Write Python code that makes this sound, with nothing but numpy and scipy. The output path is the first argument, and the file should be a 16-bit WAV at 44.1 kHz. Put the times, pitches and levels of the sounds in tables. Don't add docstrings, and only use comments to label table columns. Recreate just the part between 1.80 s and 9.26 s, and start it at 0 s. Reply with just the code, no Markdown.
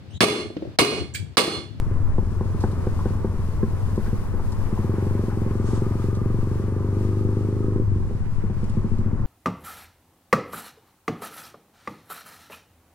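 import sys
import numpy as np
from scipy import signal
from scipy.fft import rfft, irfft, next_fast_len
from scipy.io import wavfile
from scipy.ndimage import uniform_filter1d

SR = 44100
rng = np.random.default_rng(int(sys.argv[2]) if len(sys.argv) > 2 else 0)


def log_audio(samples):
    frames = np.atleast_2d(samples).T
    limited = np.clip(frames, -1, 1)
    pcm = np.round(limited * 32767).astype(np.int16)
    wavfile.write(sys.argv[1], SR, pcm)


N = 328986

# t/s, throttle [0-1], thump level/dB, scatter between cycles [dB]
THROTTLE = [(0, 0.16, -18.5, 3), (1.5, 0.08, -16.5, 3), (2.45, 0.2, -20, 5), (2.87, 0.14, -23, 3.5),
            (2.92, 0.85, -16, 0.5), (3.4, 0.61, -15, 1.96), (4.0, 0.62, -13.5, 2.7), (4.8, 0.47, -14, 1.0),
            (6.0, 1, -19, 1.5), (6.03, 0.14, -17.5, -1.5), (6.16, 0.37, -14, 1), (6.22, 0.54, -20, 3.5),
            (6.5, 0.03, -20.5, 1), (6.79, 0.1, -19, 2), (6.82, 0.26, -18.5, 6.2), (6.86, 0.54, -20.5, 7),
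            (6.89, 0.4, -20.5, 0.5), (6.93, 0.3, -17, 2), (6.96, 0.46, -13.5, -3.2), (7.35, 0.51, -15, 2),
            (7.39, 0.54, -23, -0.5), (7.46, 0.05, -9, -2)]
# t/s, pitch ratio of long tone, pitch ratio of upper tones, echo level/dB
STREET = [(0, 0.94, 0.95, -22), (1.5, 0.91, 1, -58), (2.9, 0.95, 0.93, -23), (3.2, 0.99, 1.015, -38),
          (4.6, 1.04, 1.004, -19), (4.95, 1.03, 1.06, -8), (5.3, 0.99, 0.99, -3), (5.6, 1.02, 1.015, -6.5),
          (6, 1.018, 1, -8), (6.15, 0.936, 0.945, -6.5), (6.3, 0.96, 1.02, -6), (6.6, 0.99, 0.91, -18),
          (7.2, 0.97, 0.98, -4), (7.46, 1.06, 0.95, -7)]
STUMBLE, STUMBLE_HZ = 0.3, 10


def exhaust():
    throttle, thump_db, scatter_db = curves(THROTTLE)
    swing_db = -STUMBLE * scatter_db * throttle * walk(STUMBLE_HZ)
    level = undb(thump_db + swing_db)
    thump, second, bark = cycles(throttle, scatter_db)
    breath = breathy_noise(throttle, scatter_db)
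    boom, strong_bark = strong_firings()
    bright = bark * level + strong_bark
    echo = wall_echo(bright, second * level)
    return (thump + breath + second) * level + boom + bright + echo


# f/Hz, level/dB, t60/s (time to fade by 60 dB)
LONG_MODES = [(100.54, 0.5, 0.21)]
BODY_MODES = [(232.3, 0.5, 0.064), (220.8, -10.5, 0.26)]
SHORT_MODES = [(328.7, -5.5, 0.045), (386.6, 1, 0.05), (492, -3.5, 0.049)]
BARK_DB, BARK_DB_PER_HZ = (-13.5, 3.5), 0.5
SECOND_DB, SECOND_DB_PER_HZ = (-15, -4.5), -0.95


def cycles(throttle, scatter_db):
    times = firing_times()
    thump_chance, bark_chance, time_chance = rng.standard_normal((3, len(times)))
    at = (times * SR).astype(int)
    loose = scatter_db[at]
    flow, heat, _ = curves(STREET)
    faster = faster_than_22()
    bark_db = between(BARK_DB, throttle) + BARK_DB_PER_HZ * np.minimum(faster, 0)
    second_db = between(SECOND_DB, throttle) + SECOND_DB_PER_HZ * faster
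    times = times + .00006 * loose ** 2 * time_chance
    thump_gain = undb(.5 * loose * thump_chance)
    thump = play(times - .0030 + .0005 * loose, thump_gain, ring(LONG_MODES, .004), flow[at])
    second_gain = -undb(second_db[at] + loose * bark_chance)
    second = play(times - .0022, second_gain, ring(BODY_MODES, .003), heat[at])
    bark_gain = undb(bark_db[at] + loose * bark_chance)
    bark_shape = suction(ring(SHORT_MODES, .0028))
    bark = play(times - .0022 - LEAD_S, bark_gain, bark_shape, heat[at])
    return thump, second, bark


# t/s, firing rate f/Hz
SPEED = [(0, 22.48), (1.75, 20.75), (2.42, 19.38), (2.9, 13.45), (3.15, 23.37), (3.4, 23.92), (3.44, 21.91),
         (4.25, 22.84), (5.15, 24.61), (6.02, 25.99), (6.2, 22.55), (6.42, 17.09), (6.81, 15.89),
         (6.92, 13.39), (7.46, 14.74)]
FIRST_FIRING_CYCLES = .55


def crank():
    return np.cumsum(curves(SPEED)[0]) / SR - FIRST_FIRING_CYCLES


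def firing_times():
    count = crank()
    return np.interp(np.arange(int(count[-1]) + 1), count, np.arange(N) / SR)


def faster_than_22():
    return curves(SPEED)[0] - 22


LEAD_SHARE, LEAD_S = .4, .0014


def suction(shape):
    lag = np.zeros(int(LEAD_S * SR))
    return LEAD_SHARE * np.append(shape, lag) - np.append(lag, shape)


# t/s, bark level/dB, thump level/dB, crack level/dB
STRONG_FIRINGS = [(0.379, -12, -24, -33), (0.606, -14, -42, -35), (0.835, -11, -17, -24),
                  (1.065, -11, -11, -34), (1.253, -11.5, -12.5, -33), (1.442, -10.5, -13, -35),
                  (1.827, -10, -28, -33), (2.174, -11.5, -18, -43), (2.325, -15.5, -15.5, -62),
                  (2.535, -19.5, -28, -48), (2.593, -24, -18.5, -41), (2.781, -24, -20, -54),
                  (6.305, -21.5, -44, -51), (6.634, -15.5, -14.5, -56), (6.694, -20, -27, -45),
                  (6.827, -21.5, -24, -66)]
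# f/Hz, level/dB per Hz
CRACK = [(500, -22), (750, 20.5), (1050, 18.5), (1300, -8), (1520, 10), (1900, -2), (2400, -40)]


def strong_firings():
    strong_s, bark_db, thump_db, crack_db = np.transpose(STRONG_FIRINGS)
    at = (strong_s * SR).astype(int)
    heat = curves(STREET)[1][at]
    faster = faster_than_22()[at]
    bark_gain = undb(bark_db - 6.5 + BARK_DB_PER_HZ * np.minimum(faster, 0))
    bark = play(strong_s + .003, bark_gain, suction(ring(SHORT_MODES, .0014)), heat)
    second_gain = -undb(bark_db - 6 + SECOND_DB_PER_HZ / 2 * faster)
    boom = play(strong_s + .0038, second_gain, ring(BODY_MODES, .003), heat)
    boom += play(strong_s + .0026, undb(thump_db), ring(LONG_MODES, .004), heat)
    t = np.arange(SR // 20) / SR
    burst = 2 * (np.exp(-t / 0.0084) - np.exp(-t / 0.00089))
    crack = play(strong_s + 0.0019, undb(crack_db - 2.5), burst) * noise(CRACK)
    return boom, bark + crack


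# f/Hz, level/dB per Hz
BREATH = [(60, -1), (110, 1), (160, 6.5), (240, -13.5), (400, -12.5), (600, -54), (1200, -110)]
BREATH_DB, BREATH_DB_PER_HZ = -19, -0.04


def breathy_noise(throttle, scatter_db):
    low = ring(LONG_MODES, .004)
    hum = unit(signal.fftconvolve(rng.standard_normal(N), low)[:N])
    breath_db = BREATH_DB + BREATH_DB_PER_HZ * faster_than_22() + 0.4 * walk(30)
    shut = np.clip(1 - throttle, 0, 1)
    return 0.018 * scatter_db * hum + undb(breath_db) * shut * noise(BREATH)


# t/s, delay [s]
WALL = [(0, .0206), (5.05, .0206), (5.3, .0215), (5.55, .0215), (5.62, .0221), (7.46, .0221)]
WALL_DRIFT_S = 0.0002
WALL_DULL_DB = -4.5


def wall_echo(bright, second):
    clock = np.arange(N) / SR
    sent = bright + undb(WALL_DULL_DB) * second
    delay = curves(WALL)[0] + WALL_DRIFT_S * walk(1.5)
    return undb(curves(STREET)[2]) * np.interp(clock - delay, clock, sent)


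# t/s, pitch f/Hz, level/dB before roughness
WHINE = [(3.55, 1180, -77), (3.75, 1170, -49), (4.15, 1223, -47), (4.7, 1161, -51), (5.4, 1233, -51.5),
         (5.95, 1261, -49.5), (6.08, 1320, -73)]


def whine():
    hz, db = curves(WHINE)
    return undb(db) * walk(130) * np.sin(2 * np.pi * np.cumsum(hz) / SR)


# t/s, burst level/dB, centre f/Hz
KNOCKS = [(1.189, -32, 1070), (2.261, -41.5, 1590), (2.722, -36.5, 1020), (2.974, -34, 910),
          (3.500, -39, 1350), (3.519, -37, 885), (4.119, -34.5, 900), (5.606, -45, 730)]
KNOCK_T60_S, KNOCK_WIDTH = 0.11, 0.45


def knocks():
    t = np.arange(SR // 5) / SR
    shape = 1000. ** (-t / KNOCK_T60_S) * (1 - np.exp(-t / 0.0012))
    out = np.zeros(N)
    for s, db, hz in KNOCKS:
        band = [(hz * (1 - KNOCK_WIDTH), -25), (hz * 1.06, 0), (hz * 0.96, 0),
                (hz * (1 + KNOCK_WIDTH), -20), (3 * hz, -90)]
        out += play(s, undb(db), shape) * noise(band)
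    return out


# f/Hz, level/dB per Hz
DRONE = [(100, -54), (200, -11), (400, -14.5), (520, -17), (707, -24.5), (860, -21), (1060, -19),
         (1300, -24.5), (2000, -34.5), (3000, -53.5), (4000, -98)]


def drone(db):
    spread = noise([(80, -5), (150, -9), (300, -2.5), (550, -10), (800, -19.5),
                    (1500, -54), (2500, -27), (4000, -48)])
    gain = undb(db + 0.46 * walk(12) + 0.1 * walk(4.08))
    return ports(gain * noise(DRONE), 2.15) + gain * 0.6 * spread * np.array([[1], [-1]])


# f/Hz, level/dB per Hz
HISS = [(1180, -16), (2000, -8.5), (2370, -5), (3290, -8), (5140, -7.5), (5800, -9), (9700, -12),
        (12800, -19.5), (15600, -24)]
# t/s, factor
SHEEN = [(0, 0.77), (2.5, 1.85), (5, 1.3), (6.2, 0.78), (7.46, 0.38)]


def hiss(db):
    own = np.array([noise(HISS), noise(HISS)]) * undb(np.array([[1.5], [-1.5]]))
    gain = undb(db + 1.1 * walk(14) + 0.84 * walk(6.0))
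    out = gain * (0.37 * ports(noise(HISS), 4.8) + 0.67 * own)
    top = signal.sosfiltfilt(signal.butter(3, 11000, "high", fs=SR, output="sos"), out)
    return out + top * (curves(SHEEN)[0] * np.array([[1.2], [.7]]) - 1)


# t/s, burst level/dB, t60/s (time to fade by 60 dB), left minus right level/dB
RATTLES = [(0.804, -49, 0.26, 7), (0.9144, -55, 0.088, 12), (2.1575, -49, 0.074, 3.5),
           (2.7194, -45.5, 0.08, 7), (4.3485, -48, 0.12, -2), (6.774, -57, 0.04, 3), (6.8418, -49, 0.04, 5),
           (6.896, -48.5, 0.058, 6), (7.1836, -52.5, 0.08, 6)]


def rattles():
    grit = ports(noise([(2000, -3), (4000, 11), (9000, 6.0), (15000, -24)]), 0)
    t = np.arange(SR // 5) / SR
    out = np.zeros((2, N))
    for s, level_db, t60, pan_db in RATTLES:
        burst = 1000. ** (-t / max(t60, .01)) * (1 - np.exp(-t / 0.00031))
        out += pair(play(s, undb(level_db), burst), pan_db) * grit
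    return out


# t/s, level/dB before flicker
RASP = [(0, -66.5), (2.4, -63.5), (3.0, -58), (3.6, -60), (6.2, -65.5), (6.6, -58), (7.0, -58.5),
        (7.46, -70)]
# f/Hz, level/dB per Hz
RASP_COLOUR = [(900, -24), (1400, -0.5), (2000, -0.5), (3000, -11.5), (4500, -29)]


def rasp():
    gain = undb(curves(RASP)[0] + 3.1 * walk(60) + 1.5 * walk(8))
    return gain * np.array([noise(RASP_COLOUR), noise(RASP_COLOUR)])


# f/Hz, level/dB per Hz
PASS_HISS = [(1500, -20), (3000, 2.5), (5000, 3), (8500, 3.5), (10500, -5), (13000, -25)]
PASS_S, PASS_COMING_S, PASS_GOING_S = 3.955, 0.11, 0.065
PASS_DRONE_DB, PASS_HISS_DB = 3, -51.5


def nearness():
    t = np.arange(N) / SR - PASS_S
    return 1 / (1 + (t / np.where(t < 0, PASS_COMING_S, PASS_GOING_S)) ** 2)


def passer(near):
    return near * undb(PASS_HISS_DB + 2.2 * walk(40)) * np.array([noise(PASS_HISS), noise(PASS_HISS)])


# t/s, drone level/dB, hiss level/dB
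ROAD = [(0, -40.5, -55.5), (.7, -41, -56.5), (.85, -37.5, -53), (1.7, -40.5, -54), (3.1, -38, -52.5),
        (4.6, -41, -53.5), (5.1, -40, -54), (6.35, -45, -58), (6.9, -42.5, -55.5), (7.46, -40.5, -59.5)]


def road():
    drone_db, hiss_db = curves(ROAD)
    near = nearness()
    bike = drone(drone_db + PASS_DRONE_DB * near) + rattles()
    return bike + hiss(hiss_db) + passer(near) + rasp()


# t/s, level/dB
BREEZE = [(0, -25), (.8, -31), (2.8, -27), (3.2, -33.5), (4.5, -31), (5.2, -34.5), (5.7, -33),
          (6.25, -26.5), (6.5, -29.5), (7.0, -29), (7.46, -26)]
# f/Hz, level/dB per Hz
WIND = [(8, 8.5), (14, 1.5), (30, -5), (60, -8.5), (120, -13.5), (300, -28.5), (600, -80)]


def wind():
    both, left, right = noise(WIND), noise(WIND), noise(WIND)
    gust = undb(curves(BREEZE)[0] + 0.41 * walk(12))
    return gust * np.array([2.22 * both + 2.07 * left, 1.14 * both + 1.5 * right])


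def undb(db):
    return 10 ** (np.asarray(db) / 20)


def unit(x):
    return x / np.sqrt(np.mean(x ** 2))


def between(ends, share):
    return ends[0] + (ends[1] - ends[0]) * np.clip(share, 0, 1)


def curves(table):
    s, *columns = np.transpose(table)
    return [np.interp(np.arange(N) / SR, s, c) for c in columns]


def noise(spectrum):
    hz, db = np.transpose(spectrum)
    size = next_fast_len(N)
    f = np.arange(size // 2 + 1) * SR / size + 1e-3
    colour = undb(np.interp(np.log(f), np.log(hz), db))
    return unit(irfft(rfft(rng.standard_normal(size)) * colour, size)[:N])


def walk(rate):
    k = int(SR / rate)
    steps = np.repeat(rng.standard_normal(N // k + 1), k)
    return unit(uniform_filter1d(uniform_filter1d(steps, k), k)[:N])


def ring(modes, push_s):
    t = np.arange(SR // 4) / SR
    free = sum(undb(db) * np.sin(2 * np.pi * f * t) * 1000. ** (-t / t60) for f, db, t60 in modes)
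    push = np.hanning(int(push_s * SR) + 2)
    return np.convolve(free, push / push.sum())


def play(seconds, gains, shape, ratios=1.):
    out, n = np.zeros(N + len(shape)), np.arange(len(shape))
    for s, gain, ratio in np.broadcast(seconds, gains, ratios):
        start = min(max(int(s * SR), 0), N)
        out[start:start + len(n)] += gain * np.interp(n * ratio, n, shape)
    return out[:N]


def pair(x, pan_db):
    return x * undb(np.array([[1], [-1]]) * pan_db / 2)


def ports(x, pan_db):
    left, right = pair(x, pan_db)
    return np.array([left, np.roll(right, shift=4)])


def scene():
    bike = exhaust() + whine() + knocks()
    return ports(bike, 1.6) + road() + wind()


TOP_HZ = 15750


def record(dry):
    dry = signal.sosfilt(signal.butter(1, 8, "high", fs=SR, output="sos"), dry)
    rounded = np.tanh(2.2 * dry) / 2.2
    return signal.sosfilt(signal.ellip(12, .2, 60, TOP_HZ, fs=SR, output="sos"), rounded)


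dry = scene()
out = record(dry)
log_audio(out)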